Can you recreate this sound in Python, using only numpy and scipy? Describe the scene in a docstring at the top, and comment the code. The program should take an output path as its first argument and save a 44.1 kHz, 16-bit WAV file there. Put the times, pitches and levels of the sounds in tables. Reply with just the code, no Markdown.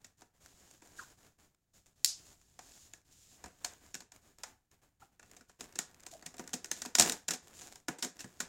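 """Fingers tick and rub faintly on a stiff clear plastic box, close to the microphone, over a carpet.
The hands turn it, pick at its tab and pry the lid open, sliding in short strokes that squeak and make
the sheet crinkle. Each snap of the sheet is a bright tick that rings the panels and thumps the hollow
box; knocks ring them more softly. Two seconds in, one hard crack rings round the room; the snaps come
thickest and loudest near seven seconds."""
import sys
import numpy as np
from scipy import signal
from scipy.fft import rfft, irfft, next_fast_len
from scipy.io import wavfile
from scipy.ndimage import map_coordinates

SR = 44100
rng = np.random.default_rng(int(sys.argv[2]) if len(sys.argv) > 2 else 0)


def digitize_waveform(pressure):
    """Quantize a signal to 16-bit integers and store it at the path in sys.argv[1].

    Rows of a 2-D input are taken as channels; values are limited to [-1, 1].
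    """
    field = np.atleast_2d(pressure).T
    bounded = np.clip(field, -1, 1)
    quanta = np.round(bounded * 32767).astype(np.int16)
    wavfile.write(sys.argv[1], SR, quanta)


N = 373968
SHOT = 8192  # samples in one short sound
AGE, TIME = np.arange(SHOT) / SR, np.arange(N) / SR
PRY_START_S = 5.2


def amp(db):
    """Decibels to gain."""
    return 10 ** (np.asarray(db) / 20)


def unit_rms(x):
    """Scale to rms 1."""
    return x / np.sqrt(np.mean(x ** 2) + 1e-20)


def unit_blow(x):
    """Scale a short sound to the energy of 10 ms at rms 1."""
    return x * np.sqrt(SR / 100 / (np.sum(x ** 2) + 1e-20))


def along(points, hz):
    """Read (Hz, value) points on a log frequency axis."""
    point_hz, values = np.transpose(points)
    return np.interp(np.log(hz + 1), np.log(point_hz + 1), values)


def filtered(x, response):
    """Pass x through a complex frequency response."""
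    size = next_fast_len(len(x) + SHOT)
    return irfft(rfft(x, size) * response(np.fft.rfftfreq(size, 1 / SR)), size)[:len(x)]


def coloured(x, points):
    """Give x a spectrum, at rms 1."""
    return unit_rms(filtered(x, lambda hz: amp(along(points, hz))))


def causal(points):
    """Minimum-phase response of a spectrum: nothing sounds before the blow."""
    cepstrum = irfft(np.log(amp(along(points, np.fft.rfftfreq(SHOT, 1 / SR)))))
    cepstrum[1:SHOT // 2] *= 2
    cepstrum[SHOT // 2 + 1:] = 0
    return np.exp(rfft(cepstrum))


def fade(t60, attack):
    """A quick rise and an exponential decay, both set in seconds."""
    return amp(-60 * AGE / t60) * (1 - np.exp(-AGE / attack))


def burst(colour, t60, attack):
    """A dying puff of noise through a causal colour."""
    puff = rng.standard_normal(SHOT) * fade(t60, attack)
    return unit_blow(irfft(rfft(puff) * colour))


def ring(hz, t60, attack):
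    """One damped mode."""
    return unit_blow(np.sin(2 * np.pi * hz * AGE) * fade(t60, attack))


def wobble(rate, size):
    """A smooth random curve, rate knots a second."""
    return map_coordinates(rng.standard_normal(int(size * rate / SR) + 4), [np.arange(size) * rate / SR])


def add(track, start_s, x):
    """Mix x into the track; what falls outside is dropped."""
    start = round(start_s * SR)
    x = x[max(-start, 0):]
    part = track[max(start, 0):][:len(x)]
    part += x[:len(part)]


# The carpeted room around the microphone. Each row: frequency in Hz, t60 in seconds.
ROOM_DECAY = [(150, 0.033), (700, 0.32), (2500, 0.28), (7000, 0.22), (11000, 0.19), (16000, 0.11)]

def room(x, build_s):
    """The room answers x with a diffuse tail that builds up and lasts longest in the midrange."""
    hz, t, noise = signal.stft(rng.standard_normal(2 * SHOT), SR, nperseg=256)
    decay = amp(-60 * t / along(ROOM_DECAY, hz)[:, None])
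    tail = signal.istft(noise * decay, SR, nperseg=256)[1]
    tail *= 1 - np.exp(-(np.arange(len(tail)) / SR / build_s) ** 2)
    return signal.fftconvolve(x, tail / np.linalg.norm(tail))


# Low background noise at the microphone. Each row: frequency in Hz, relative level in dB.
RUMBLE_COLOUR = [(15, 0.5), (50, 4.5), (90, 6), (200, -3), (350, -12.5), (900, -26)]

def rumble(activity, ceiling_db=-68.5, knee_db=-70.5):
    """Low background rumble: its level rises with the sounds above it, levels off and sinks in the pauses."""
    gain = amp(ceiling_db) * activity / (activity + amp(knee_db))
    return gain * coloured(rng.standard_normal(N), RUMBLE_COLOUR)


# The whole shell. Each row: resonance in Hz, width in Hz, level in dB relative to the broad response.
SHELL_RESONANCES = [(713, 43, -6.5), (1680, 160, -9), (3830, 20, -13.5), (5320, 160, -11.5),
                    (6100, 110, -10.5), (6810, 290, -6.5), (7500, 70, -10), (8300, 160, -6.5)]

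def shell(x):
    """The box lends its resonances to what happens on it."""
    def response(hz):
        return 1 + sum(amp(db) * 1j * hz * width / (centre ** 2 - hz ** 2 + 1j * hz * width)
                       for centre, width, db in SHELL_RESONANCES)
    return filtered(x, response)


# Fingers travel over the plastic. Each row: start and length in seconds, slide and rub strength in dB.
FINGER_STROKES = [(0, 0.087, -80, -70.5), (0.17, 0.054, -72, -70), (0.334, .06, -79.5, -74.5),
                  (0.401, 0.36, -65, -65), (0.814, .3, -65, -63), (0.959, 0.068, -55, -61.5),
                  (1.167, 0.11, -69, -64), (1.381, 0.067, -70, -65), (1.733, 0.036, -63, -68),
                  (1.856, 0.014, -68, -68), (1.954, 1, -71.5, -74.5), (2.15, 0.17, -62, -64.5),
                  (2.602, 0.26, -60.5, -65.5), (2.93, 0.021, -73, -67.5), (3.046, 0.868, -71.5, -72.5),
                  (3.11, 0.25, -63.5, -87), (3.306, 0.13, -74, -65.5), (3.605, 0.13, -68, -58),
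                  (3.805, 0.082, -67, -63.5), (3.976, 0.026, -73, -70.5), (4.13, 0.032, -68, -61),
                  (4.21, 0.099, -70.5, -66), (4.38, 0.022, -68, -62.5), (4.457, 0.024, -64, -58),
                  (4.709, 0.019, -74, -63.5), (4.815, 0.023, -73, -66), (4.996, 0.035, -68.5, -64),
                  (5.113, 0.018, -82, -71), (5.21, 0.19, -72, -68), (5.481, 0.011, -67, -76),
                  (5.589, 0.032, -59.5, -55), (5.65, 1.26, -78.5, -65.5), (6.106, 0.018, -55.5, -63),
                  (6.76, 0.032, -53.5, -59.5), (6.993, 0.094, -42, -37), (7.42, .35, -66.5, -63),
                  (7.536, 0.12, -56.5, -65), (8.147, 0.4, -70.5, -65)]

def strokes(attack_s=0.0076, release_t60=0.26):
    """Strength of sliding and of rubbing: each stroke rises, holds and dies away, and their powers add."""
    slide_power = np.full(N, amp(-93) ** 2)  # at rest the hands only hold the box
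    rub_power = np.full(N, amp(-86.5) ** 2)
    for start, length, slide_db, rub_db in FINGER_STROKES:
        t = np.arange(int((length + release_t60) * SR)) / SR
        shape = (1 - np.exp(-t / attack_s)) * amp(-60 * np.maximum(t - length, 0) / release_t60)
        add(slide_power, start, (amp(slide_db) * shape) ** 2)
        add(rub_power, start, (amp(rub_db) * shape) ** 2)
    return np.sqrt(slide_power), np.sqrt(rub_power)


def grain(per_s, spread_db):
    """Tiny slips at random moments, with a few much larger than the rest."""
    slipping = rng.random(N) < per_s / SR
    sizes = amp(spread_db * np.clip(rng.standard_normal(N), -2, 2))
    return unit_rms(slipping * sizes * rng.choice([-1, 1], N))


# Close on the fingers: sliding hiss, skin rub, the softer treble of slips, and the hollow box beneath.
# Each row: frequency in Hz, relative level in dB.
SLIDE_COLOUR = [(1000, -27), (2800, -7.5), (4500, -4.5), (6000, -2.5), (7200, 2), (8300, -6), (10000, -10),
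                (15500, -15.5)]
RUB_COLOUR = [(120, -9), (280, 5), (520, -0.5), (730, 0), (1150, -3.5), (1700, -5), (2600, -8.5),
              (5000, -17.5)]
FINGERTIP_COLOUR = [(8000, -3), (11000, -5.5), (16000, -10.5)]
BOX_COLOUR = [(40, -21), (100, -15.5), (170, 1.5), (300, -3), (480, -2), (900, -35.5)]

def friction(sliding, rubbing):
    """Skin and sheet slide in fine grains; prying is grittier and makes the walls groan."""
    prying = TIME > PRY_START_S
    grit = np.where(prying, 0.58, 0.3)
    slips = grit * coloured(grain(per_s=340, spread_db=7), FINGERTIP_COLOUR)
    hiss = sliding * amp(-2 + 0.8 * wobble(33, N))
    hiss *= coloured(rng.standard_normal(N) + slips, SLIDE_COLOUR)
    rub = rubbing * amp(-4.5 + 2 * wobble(40, N))
    rub *= coloured(rng.standard_normal(N) + slips, RUB_COLOUR)
    groan = prying * rubbing * amp(-9.5 + 0.83 * wobble(28, N))
    groan *= coloured(rng.standard_normal(N), BOX_COLOUR)
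    return hiss + rub + groan


# The box is jolted in the hands. Each row: start in seconds, level in dB, pitch in Hz.
JOLTS = [(3.444, -53.5, 71), (6.26, -57, 165), (6.997, -45.5, 90.7), (8.242, -52, 129)]

def bumps():
    """Dull, heavily damped thuds of the whole box."""
    out = np.zeros(N)
    for start, db, hz in JOLTS:
        add(out, start, amp(db) * ring(hz, t60=0.12, attack=0.0048))
    return out


# The sheet's tick and the panels' clatter, close up. Each row: frequency in Hz, relative level in dB.
TICK_COLOUR = [(1200, -34), (2400, -12.5), (3600, -2), (4500, -3.5), (5300, 0), (7400, 3), (8400, -4),
               (9500, -8.5), (12000, -13.5), (16000, -18)]
PANEL_COLOUR = [(250, -32.5), (560, -7.5), (800, -6), (1150, -8), (1650, -5.5), (2100, -5.5), (2600, -4.5),
                (4000, -25.5)]
# The clearest dry ticks of the flexing sheet. Each row: start in seconds, level in dB.
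CLEAR_CRINKLES = [(0.4603, -57), (0.7112, -59.5), (0.873, -65), (1.547, -76), (1.7801, -72), (1.866, -67),
                  (3.863, -64), (4.1618, -61), (4.3853, -61), (4.714, -69), (5.3138, -58.5), (5.6415, -57),
                  (5.725, -61), (5.945, -62), (6.004, -61.5), (6.031, -67), (6.368, -59), (6.4928, -57),
                  (6.658, -53.5), (7.481, -60.5), (7.6715, -54), (7.724, -54)]

def crinkles(rubbing):
    """Slips too small to stir the box: a tick and some panel. More come at random as the fingers press."""
    out = np.zeros(N)
    colour = causal(TICK_COLOUR) + amp(6) * causal(PANEL_COLOUR)
    per_s = np.where(TIME < PRY_START_S, 1.5, 7)
    moments = np.flatnonzero(rng.random(N) < per_s / SR)
    # the random ones lie about 1 dB under the rubbing strength, scattered by 5 dB
    faint = [(i / SR, 20 * np.log10(rubbing[i]) - 1 - 5 * rng.standard_normal()) for i in moments]
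    for start, db in CLEAR_CRINKLES + faint:
        add(out, start, amp(db) * burst(colour, t60=0.012, attack=0.00015))
    return out


# A fingertip catches. Each row: start and length in seconds, first and last pitch in Hz, level in dB.
FINGER_SQUEAKS = [(0.983, 0.025, 1572, 1440, -40.5), (0.99, 0.02, 1510, 1140, -52),
                  (1.003, 0.038, 1040, 1066, -52), (5.016, 0.015, 1440, 1360, -52.5),
                  (5.018, 0.027, 895, 724, -54.5), (6.122, 0.028, 693, 700, -49.5),
                  (6.141, 0.028, 729, 650, -49)]

def squeaks():
    """Skin sticks and slips: short, rough tones, mostly falling, with a little room behind them."""
    out = np.zeros(N)
    for start, length, first_hz, last_hz, db in FINGER_SQUEAKS:
        size = int(length * SR)
        hz = np.linspace(first_hz, last_hz, size) * (1 + 0.079 * wobble(530, size))
        grip = np.hanning(size) * amp(wobble(524, size))
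        add(out, start, amp(db) * grip * np.sin(2 * np.pi * np.cumsum(hz) / SR))
    return out + amp(-13.5) * room(out, build_s=0.0034)[:N]


def tick(colour, t60, crease_hz=6100, spread_octaves=0.25):
    """A bright puff and the brief ping of the crease that made it, each time at a new pitch."""
    hz = crease_hz * 2 ** (spread_octaves * np.clip(rng.standard_normal(), -2, 2))
    puff = burst(colour, t60, attack=0.00018)
    return unit_blow(puff + amp(-9) * ring(hz, t60=0.03, attack=0.00017))


def modes(table, centre_hz, attack, scatter_db=6, focus_db_per_octave=17.5):
    """Modes far from centre_hz answer less; each blow lands on another spot and shifts their balance."""
    offsets_db = scatter_db * rng.standard_normal(len(table))
    signs = rng.choice([-1, 1], len(table))
    out = np.zeros(SHOT)
    for (hz, db, t60), offset_db, sign in zip(table, offsets_db, signs):
        loss_db = focus_db_per_octave * abs(np.log2(hz / centre_hz))
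        out += sign * amp(db + offset_db - loss_db) * ring(hz, t60, attack)
    return unit_blow(out)


# The flat panels and the hollow box. Each row: mode frequency in Hz, relative level in dB, t60 in seconds.
FLAT_PANEL_MODES = [(736.4, -1, 0.052), (879, -12.5, 0.08), (959, -4.5, 0.061), (1458, 1, 0.044),
                    (1710, -4, 0.043), (1883, -2, .05), (2343, -9, 0.033), (2680, 0, .05)]
HOLLOW_BOX_MODES = [(185, -0.5, 0.09), (249.3, 0, 0.1), (325, 0, 0.054), (425, -0.5, 0.039)]

def strike(colours, levels_db, tick_t60, panel_hz, ring_db):
    """One blow, SHOT samples in: it ticks, rings the panels and, more slowly, the hollow box."""
    out = np.zeros(5 * SHOT)
    onset = SHOT / SR
    tick_colour, panel_colour, box_colour = colours
    tick_gain, panel_gain, box_gain = amp(levels_db)
    panel_ring = amp(ring_db) * modes(FLAT_PANEL_MODES, panel_hz, attack=0.00035)
    clatter = burst(panel_colour, tick_t60 + 0.015, attack=0.00039)
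    thump = burst(box_colour, t60=0.21, attack=0.0012)
    box_ring = amp(3) * modes(HOLLOW_BOX_MODES, centre_hz=272, attack=0.0036)
    body = panel_gain * unit_blow(clatter + panel_ring) + box_gain * unit_blow(thump + box_ring)
    add(out, onset, tick_gain * tick(tick_colour, tick_t60) + body)
    # the room hears all sides of the box at once: the broad colours and the ring of the panels
    tick_wave, panel_wave, box_wave = (unit_blow(irfft(colour)) for colour in colours)
    panel_wave = unit_blow(panel_wave + amp(-3.5) * panel_ring)
    radiated = tick_gain * tick_wave + panel_gain * panel_wave + box_gain * box_wave
    add(out, onset, amp(-10.5) * room(radiated, build_s=0.0051))
    # a faint, bright hiss swells for a few milliseconds just before the tick
    swell = burst(tick_colour, t60=0.0096, attack=0.0002)[::-1]
    add(out, 0, amp(-21.5) * tick_gain * swell)
    return out


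# A soft contact stirs less of the panels' treble. Each row: frequency in Hz, gain in dB.
KNOCK_SOFTENING = [(1400, 2), (2600, -5), (5000, -13)]
# Knocks close to the microphone. Each row: start in seconds, panel level in dB,
# frequency in Hz where the panels ring most, hollow box level in dB.
PANEL_KNOCKS = [(.219, -59.5, 730, -62.5), (0.8204, -62, 875, -61.5), (2.5908, -51.5, 730, -63),
                (3.4403, -50, 730, -53.5), (3.459, -54, 730, -53.5), (3.66, -54, 860, -73),
                (4.0203, -63, 730, -62), (4.438, -47.5, 780, -74), (5.1955, -59.5, 1460, -68),
                (5.2284, -62, 1700, -70), (5.4093, -62.5, 1750, -64), (5.4956, -63, 730, -69),
                (6.2249, -57, 730, -60), (6.3414, -57.5, 730, -57.5), (6.3945, -46.5, 730, -42),
                (6.4394, -61, 730, -59), (6.8507, -47, 730, -62), (7.8834, -37, 905, -36),
                (8.243, -53.5, 1470, -47.5), (8.404, -41.5, 1560, -59)]

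def knocks():
    """A finger or the flap knocks on a panel: a hollow ring with a lighter tick."""
    out = np.zeros(N)
    colours = causal(TICK_COLOUR), causal(PANEL_COLOUR) * causal(KNOCK_SOFTENING), causal(BOX_COLOUR)
    for start, panel_db, panel_hz, box_db in PANEL_KNOCKS:
        tick_db = panel_db - 1.5
        knock = strike(colours, [tick_db, panel_db, box_db], 0.027, panel_hz, ring_db=-0.5)
        add(out, start - SHOT / SR, knock)
    return out


# The crack as it reaches the microphone directly. Each row: frequency in Hz, relative level in dB.
DIRECT_CRACK_COLOUR = [(150, -27.5), (1100, -32), (2000, -25), (3300, -14), (4000, -5), (4900, 3),
                       (5600, -0.5), (6800, -2), (8200, -6.5), (9500, -11), (15500, -18.5)]
# Nearby surfaces return it. Each row: delay in seconds, level in dB relative to the direct sound.
NEAR_ECHOES = [(.0042, -12.5), (.0067, -14), (0.0106, -22), (0.0131, -12), (.0157, -15)]
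# A small give, then the break. Each row: start in seconds, level in dB, t60 in seconds.
CRACK_STAGES = [(2.046, -25.5, 0.0072), (2.0462, -22.5, 0.0094)]

def crack():
    """A stiff crease lets go at once; near surfaces and then the room answer."""
    direct, reflected = np.zeros(N), np.zeros(N)
    colour = causal(DIRECT_CRACK_COLOUR)
    # the crack's room tail dips near 4.6 kHz and is brighter near 6.5 kHz: Hz, dB
    tail_colour = causal([(1200, 2), (2900, 0.5), (4600, -3), (6500, 3), (14000, 0)])
    radiated = unit_blow(irfft(colour * tail_colour))
    for start, db, t60 in CRACK_STAGES:
        add(direct, start, amp(db) * burst(colour, t60, attack=0.0001))
        add(reflected, start, amp(db - 10.5) * room(radiated, build_s=0.03))
    for delay, db in NEAR_ECHOES:
        add(reflected, delay, amp(db) * direct)
    return direct + reflected


# Snaps close to the microphone. Each row: start in seconds, tick level in dB, tick t60 in seconds,
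# frequency in Hz where the panels ring most, hollow box level in dB.
SHEET_SNAPS = [(0.0449, -53.5, 0.032, 2040, -68), (2.936, -51.5, 0.0041, 1720, -66),
               (3.6462, -34.5, 0.025, 730, -58), (3.9433, -43, .021, 2330, -52),
               (3.952, -45, 0.004, 2300, -70), (4.005, -53, 0.023, 730, -68),
               (4.1196, -56.5, 0.023, 820, -74), (4.4346, -43, 0.015, 850, -75),
               (5.3656, -57, 0.039, 730, -83), (5.6079, -44.5, 0.022, 730, -52.5),
               (5.756, -47.5, 0.027, 1700, -54.5), (5.7889, -32.5, 0.0078, 1460, -48.5),
               (6.0647, -47.5, .026, 730, -60), (6.2616, -43.5, 0.026, 1680, -56.5),
               (6.3822, -54, 0.014, 730, -75), (6.4761, -49.5, 0.01, 1460, -60),
               (6.533, -39, 0.029, 730, -57), (6.5387, -37.5, 0.03, 730, -40.5),
               (6.6447, -43, 0.011, 1690, -56.5), (6.7145, -32.5, 0.013, 1700, -49),
               (6.819, -39, 0.017, 1700, -54.5), (6.859, -44.5, 0.014, 730, -46),
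               (6.9519, -25.5, 0.015, 1430, -50), (6.9843, -26.5, .05, 730, -37.5),
               (6.9969, -18, 0.022, 730, -36.5), (7.009, -24, .022, 720, -42.5),
               (7.0213, -26.5, 0.042, 724, -42), (7.0969, -31.5, 0.0063, 1590, -42),
               (7.1207, -36, 0.036, 870, -50.5), (7.2826, -37, 0.015, 1910, -48),
               (7.2866, -34, 0.016, 1700, -44.5), (7.3073, -32, 0.061, 1710, -44),
               (7.335, -39, 0.073, 735, -47.5), (7.6157, -50.5, 0.1, 730, -63),
               (7.7574, -53.5, 0.013, 720, -78), (7.9855, -50.5, 0.13, 960, -56),
               (8.0252, -33.5, .052, 1350, -48.5), (8.036, -40, 0.147, 860, -44.5),
               (8.0476, -40, 0.0089, 730, -44.5), (8.1919, -47.5, 0.18, 2330, -60),
               (8.2055, -46, 0.055, 2330, -57.5), (8.4029, -35.5, 0.05, 1490, -45)]

def snaps(firm_tick_db=-40):
    """The sheet buckles or an edge slips: the harder the snap, the more its tick outweighs the panels."""
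    out = np.zeros(N)
    colours = causal(TICK_COLOUR), causal(PANEL_COLOUR), causal(BOX_COLOUR)
    for start, tick_db, t60, panel_hz, box_db in SHEET_SNAPS:
        panel_db = firm_tick_db - 7.5 + 0.88 * (tick_db - firm_tick_db)
        snap = strike(colours, [tick_db, panel_db, box_db], t60, panel_hz, ring_db=-3)
        add(out, start - SHOT / SR, snap)
    return out


def scene():
    """All that the hands do to the box, over a low background rumble, at one close microphone."""
    sliding, rubbing = strokes()
    accents = crack() + squeaks() + bumps()
    blows = snaps() + knocks()
    texture = friction(sliding, rubbing) + rumble(sliding + rubbing) + crinkles(rubbing)
    return (shell(blows + texture) + accents)[None]


def record(dry):
    """The mono recorder keeps nothing above its band limit."""
    top_hz = 15900
    return filtered(dry[0], lambda hz: 1 / np.sqrt(1 + (hz / top_hz) ** 160))[None]


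dry = scene()
out = record(dry)
digitize_waveform(out)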